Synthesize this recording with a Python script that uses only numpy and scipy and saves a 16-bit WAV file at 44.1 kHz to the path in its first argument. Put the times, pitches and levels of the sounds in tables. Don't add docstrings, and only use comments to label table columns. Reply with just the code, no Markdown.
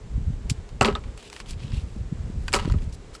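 import sys
import numpy as np
from scipy import signal
from scipy.fft import rfft, irfft
from scipy.io import wavfile
from scipy.ndimage import uniform_filter1d

SR = 44100
rng = np.random.default_rng(int(sys.argv[2]) if len(sys.argv) > 2 else 0)


def invert_db(level):
    return 10 ** (np.asarray(level, dtype=float) / 20)


def log_audio(samples):
    frames = np.atleast_2d(samples).T
    limited = np.clip(frames, -1, 1)
    pcm = np.round(limited * 32767).astype(np.int16)
    wavfile.write(sys.argv[1], SR, pcm)


N = 141120

# frequency in Hz, density in dB per Hz.
AIR_SPECTRUM = [(100, -10.5), (250, -4.5), (420, 4), (600, -4.5), (1200, -10), (2500, -15), (6000, -21),
                (10500, -19.5), (13000, -26.5)]
# time in seconds, level in dB.
GUST_LEVEL = [(0, -44), (.12, -34.5), (.3, -32), (.47, -35), (.68, -44.5), (.8, -25.5), (1.0, -39),
              (1.15, -36), (1.22, -57), (1.38, -52.5), (1.41, -43), (1.7, -29.5), (1.93, -35), (2.25, -34),
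              (2.4, -32), (2.58, -35), (2.75, -25), (3.2, -50)]
# frequency in Hz, density in dB per Hz.
WIND_SPECTRUM = [(12, -33), (25, 5), (60, 1), (120, -6.5), (220, -15), (330, -26), (600, -58.5)]
# centre in seconds, peak in dB, pitch in Hz.
EDDIES = [(0.161, -14.5, 54), (0.181, -17.5, 121), (0.232, -23.5, 73.6), (0.282, -12.5, 78.4),
          (.304, -15, 122), (0.498, -20, 64), (0.517, -12, 121), (0.591, -23, 70), (0.821, -12.5, 128),
          (0.917, -20.5, 168), (0.941, -17, 57.6), (1.093, -25, 58), (1.542, -28.5, 94), (1.569, -23, 90),
          (1.65, -18.5, 109), (1.737, -14.5, 101), (1.78, -15.5, 62), (1.839, -19.5, 75.4),
          (1.965, -27.5, 203), (2.014, -19, 80), (2.127, -14.5, 143), (2.209, -19, 73), (2.301, -24, 180.6),
          (2.415, -25, 70), (2.657, -15, 156), (2.678, -16, 273), (2.722, -9, 76.4), (2.746, -14, 142),
          (2.765, -10.5, 71), (2.88, -20.5, 100), (3.13, -31.5, 46)]
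# start in seconds, length in seconds, level in dB, brightness in dB.
STROKES = [(0.494, 0.02, -34, 2), (1.164, 0.14, -44.5, -1), (1.306, 0.12, -45.5, 4.5),
           (1.455, 0.1, -45, 0.5), (1.563, 0.24, -44.5, -6.5), (1.723, .12, -46.5, -2.5),
           (1.8, 0.22, -58, 5), (2.34, 0.41, -64, 13), (2.557, 0.156, -44.5, -11),
           (2.81, 0.042, -57.5, 9.5), (2.922, 0.035, -55.5, 16), (1.48, 0.042, -47.5, 8),
           (3.132, 0.041, -47, 8)]
# frequency in Hz, density in dB per Hz.
RASP_SPECTRUM = [(300, 7.5), (1000, -7.5), (1700, -7.5), (2700, 4), (4500, -1), (7000, -8), (9700, 0),
                 (12500, -1)]
# start in
# seconds, pitch in Hz, peak in dB, T60 in seconds.
PINGS = [(.4996, 2390, -25.5, 0.016), (.4996, 4900, -25.5, 0.022), (0.499, 7660, -28, .03),
         (.8125, 783, -13, 0.044), (.8464, 4530, -21, .015), (2.541, 630, -23, .04),
         (2.65, 1010, -29, 0.023), (2.7, 1010, -30.5, 0.026), (0.8116, 2690, -6.5, 0.013),
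         (.8112, 7500, -9.5, 0.0063), (.8203, 7700, -19, 0.0092), (0.829, 7600, -26, 0.019),
         (.8494, 2900, -22, 0.013), (0.9537, 1214, -21.5, 0.034), (0.952, 3650, -22.5, 0.017),
         (1.3288, 2570, -36, 0.022), (1.4012, 5550, -34, 0.022), (1.678, 3830, -42, 0.011),
         (1.49, 8000, -45, .02), (2.482, 1520, -23.5, 0.032), (2.4816, 2550, -26, 0.03),
         (2.4812, 4680, -25.5, 0.025), (2.5299, 7420, -11.5, .008), (2.539, 2280, -5.5, .012),
         (2.589, 1610, -25, 0.029), (2.716, 6800, -43, 0.013), (2.787, 3500, -44, .015),
         (3.152, 1300, -34.5, 0.039), (3.154, 5500, -38, .02)]
# start in seconds, peak in dB,
# brightness in dB.
TICKS = [(0.4992, -21.5, 6), (0.4973, -25.5, 9.5), (0.5051, -25, 8), (.5118, -41, -1), (0.6907, -30.5, -10),
         (1.1726, -40, -7), (1.1762, -23, -9), (1.2268, -32, -5), (1.3, -24.5, -8), (1.3286, -19.5, -10),
         (1.364, -17.5, -16), (1.4016, -13, -17), (1.4602, -26, -16), (1.489, -30.5, -7), (1.508, -30.5, 4),
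         (1.517, -32, -9), (1.3905, -46, -6), (1.181, -45, -4), (1.534, -28.5, -28), (1.6028, -27, -25),
         (1.6805, -26, -23), (1.72, -23, -29), (1.798, -30, -14), (2.481, -11.5, -10.5), (2.5224, -24, -7),
         (2.714, -30.5, -3.5), (2.722, -19.5, -12), (2.7856, -30, -24), (2.821, -29, -13),
         (2.8964, -53, 10), (2.925, -44, 5), (3.139, -33, -29), (3.1506, -26.5, -3.5)]
# frequency in Hz, density in dB per Hz.
METAL_SPECTRUM = [(300, -40), (900, 4.5), (1500, 0.5), (2800, 2.5), (3600, -3.5), (4500, -1), (6000, -8),
                  (15000, -1)]
# start in seconds, crack peak in dB, bucket ring in dB,
# brightness in dB, boom of the low modes in dB.
STRIKES = [(0.8109, 0.5, -2.5, -21.5, -0.5), (0.8128, -9, -30, -30, -2), (0.82, -12, -6.5, -5.5, -13),
           (0.8272, -13, -15, -8, -8), (0.8293, -24, -31, -13, -4), (0.8476, -0.5, -27, -27, -1),
           (0.8494, -4.5, -12, -23, 2), (0.854, -18.5, -16, -21, -3), (0.8558, -2, -17, -12.5, -3),
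           (0.8637, -24, -21, -21, 1), (0.8777, -10, -13, -32, 2), (0.885, -9, -12.5, -36, 7),
           (0.8997, -17, -21.5, -26, -9), (0.9112, -22, -29.5, -28, 7), (0.926, -22, -30, -22, 4),
           (0.9523, -13.5, -18, -30, -5), (0.9608, -20, -27.5, -25, -14), (1.0384, -25, -42, -25, -5),
           (1.0798, -41, -36, -25, 5), (2.529, -10, -17.5, -5.5, -8), (2.5369, -7, -23, -0.5, 1),
           (2.5391, -4.5, -17, -18, -2.5), (2.5442, -3, -10, -8.5, 4), (2.5509, -7, -41, -4.5, -7),
           (2.5547, -18, -24, -10, -3), (2.5585, -14, -18, -18, -6), (2.5629, -7.5, -24, -8.5, 3),
           (2.5674, -14, -28, -17, -11), (2.5885, -11, -27, -21, -16), (2.596, -12, -30, -18, -4),
           (2.6014, -18.5, -33, -13, -8), (2.6144, -23, -32, -25, -3), (2.6248, -24, -28, -17, 2),
           (2.6486, -20, -26, -22, -3), (2.6555, -19, -31, -28, -10), (2.6767, -24, -37, -20, -9),
           (2.6987, -18, -27, -38, -2), (2.739, -29, -30, -27, 9)]
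# frequency in Hz, level in dB, T60 in seconds.
BUCKET_MODES = [(216, -7, 0.2), (408, -0.5, 0.054), (580, -3.5, 0.039), (610, -12.5, 0.11),
                (796, -6, 0.051), (892, -14, 0.091), (982, -2.5, 0.042), (1125, -7.5, 0.07),
                (1282, -1, 0.065), (1472, -10.5, 0.04), (1607, -12.5, 0.03), (1974, -12, 0.044),
                (2920, -7.5, 0.026)]
# frequency in Hz, gain in dB.
SIDE_RESPONSE = [(1000, -24), (8000, -12.5), (11000, -5), (13000, 14)]
# frequency in Hz, gain in dB.
MIC_RESPONSE = [(6800, -2.5), (7750, -1), (8750, -10), (9750, -10), (10900, -22.5), (12700, -35.5),
                (14200, -26), (15700, -63)]


def colour(x, points):
    hz, db = np.transpose(points)
    grid = np.maximum(np.arange(4097) * SR / 8192, 1)
    log_magnitude = np.interp(np.log(grid), np.log(hz), db) * np.log(10) / 20
    cepstrum = irfft(log_magnitude)
    cepstrum[1:4096] *= 2
    cepstrum[4097:] = 0
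    impulse_response = irfft(np.exp(rfft(cepstrum)))
    return signal.fftconvolve(x, impulse_response)[:len(x)]


def unit(x):
    return x / np.sqrt(np.mean(x ** 2))


def drift(rate_hz):
    pole = np.exp(-2 * np.pi * rate_hz / SR)
    wander = signal.lfilter([1], [1, -2 * pole, pole * pole], rng.standard_normal(N + SR))
    return unit(wander[SR:])


def butter(x, order, hz, kind):
    return signal.sosfilt(signal.butter(order, hz, kind, fs=SR, output="sos"), x)


def two_tone(dull, bright, points):
    split_hz = 4580
    scale = np.linalg.norm(colour(signal.unit_impulse(8192), points))
    both = butter(dull, 2, split_hz, "low") + butter(bright, 3, split_hz, "high")
    return colour(both, points) / scale


def grit():
    grains_per_s, spread_db, hiss = 3000, 3, 1.6
    sizes = invert_db(spread_db * np.minimum(rng.exponential(1, N), 4)) * rng.standard_normal(N)
    struck = rng.random(N) < grains_per_s / SR
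    return unit(sizes * struck + hiss * rng.standard_normal(N))


def air():
    flutter = invert_db(0.7 * drift(4))
    return invert_db(-48) * flutter * unit(colour(rng.standard_normal(N), AIR_SPECTRUM))


def wind():
    trim_db, lump_db, lumps_per_s = 3, 3, 25
    eddy_cycles, second_harmonic = 0.51, 0.21
    t = np.arange(N) / SR
    level_db = np.interp(t, *np.transpose(GUST_LEVEL)) + trim_db + lump_db * drift(lumps_per_s)
    out = unit(colour(rng.standard_normal(N), WIND_SPECTRUM)) * invert_db(level_db)
    for s, db, hz in EDDIES:
        turns = (t - s) * hz
        envelope = np.exp(-0.5 * (turns / eddy_cycles) ** 2)
        swing = np.cos(2 * np.pi * turns) + second_harmonic * np.cos(4 * np.pi * turns)
        out += invert_db(db) * envelope * swing
    return out


def glove():
    edge = 0.18
    dull, bright, t = np.zeros(N), np.zeros(N), np.arange(N) / SR
    for s, length, db, bright_db in STROKES:
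        progress = (t - s) / length
        shape = invert_db(db) * np.clip(np.minimum(progress, 1 - progress) / edge, 0, 1)
        dull += shape
        bright += shape * invert_db(bright_db)
    uneven = invert_db(2.2 * drift(60))
    return two_tone(grit() * dull * uneven, grit() * bright * uneven, RASP_SPECTRUM)


def pings():
    out, age = np.zeros(N + SR), np.arange(SR // 10) / SR
    for s, hz, db, t60 in PINGS:
        wobble = 1 + 4 * uniform_filter1d(rng.standard_normal(len(age)), size=40)
        ring = invert_db(db - 60 * age / t60) * np.sin(2 * np.pi * hz * age)
        out[int(s * SR):][:len(age)] += wobble * ring
    return out[:N]


def clicks(rows, tail_s):
    crack_t60_s, tail_db, snap_db, trim_db, bright_trim_db = 0.0052, -11.5, 3, -6, 11
    power, snaps = np.zeros((2, N + SR)), np.zeros((2, N))
    age = np.arange(SR // 4) / SR
    decay = invert_db(-60 * age / crack_t60_s) + invert_db(tail_db - 60 * age / tail_s)
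    for s, db, bright_db in rows:
        at = int(s * SR)
        gains = invert_db(db + trim_db + np.array([0, bright_db + bright_trim_db]))
        power[:, at:at + SR // 4] += (gains[:, None] * decay) ** 2
        snaps[:, at + 20] += gains * invert_db(snap_db)
    dull, bright = np.sqrt(power[:, :N]) * rng.standard_normal((2, N)) + snaps
    return two_tone(dull, bright, METAL_SPECTRUM)


def ticks():
    return butter(clicks(TICKS, tail_s=0.07), 2, 910, "high")


def strikes():
    return clicks([(s, db, bright_db) for s, db, _, bright_db, _ in STRIKES], tail_s=0.091)


def bucket():
    level_db, spread_db, boom_below_hz, most_cycles = -9.5, 2.5, 700, 65
    chatter_db, chatter_t60_s = -27.5, 0.09
    s, _, ring_db, _, boom_db = np.transpose(STRIKES)
    at, out = (s * SR).astype(int), np.zeros(N)
    luck_db = spread_db * rng.standard_normal((len(s), len(BUCKET_MODES)))
    crumbs = np.zeros(N)
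    crumbs[at] = invert_db(ring_db + chatter_db)
    crumb_decay = invert_db(-60 / (chatter_t60_s * SR))
    chatter = signal.lfilter([1], [1, -crumb_decay], crumbs + 1e-18) * grit()
    for k, (hz, db, t60) in enumerate(BUCKET_MODES):
        sign = (-1) ** k
        kicks = chatter * sign
        kicks[at] += invert_db(ring_db + luck_db[:, k] + boom_db * (hz < boom_below_hz)) * sign
        radius = invert_db(-60 / (min(t60, most_cycles / hz) * SR))
        angle = 2 * np.pi * hz / SR
        poles = [1, -2 * radius * np.cos(angle), radius * radius]
        out += signal.lfilter([0, np.sin(angle)], poles, kicks) * invert_db(db + level_db)
    return butter(out, 2, 2520, "low")


def side_reflection(metal):
    return invert_db(-15) * colour(np.roll(metal, SR // 330), SIDE_RESPONSE)


def scene():
    metal = glove() + pings() + ticks() + strikes()
    mid = air() + wind() + metal + bucket()
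    side = side_reflection(metal)
    return np.array([mid + side, mid - side])


def band_limit(x):
    return signal.sosfilt(signal.butter(12, 15940, fs=SR, output="sos"), x)


def record(dry):
    headroom = 2.5
    heard = np.array([colour(channel, MIC_RESPONSE) for channel in dry])
    mix = headroom * np.tanh(heard / headroom)
    return band_limit(mix)


dry = scene()
out = record(dry)
log_audio(out)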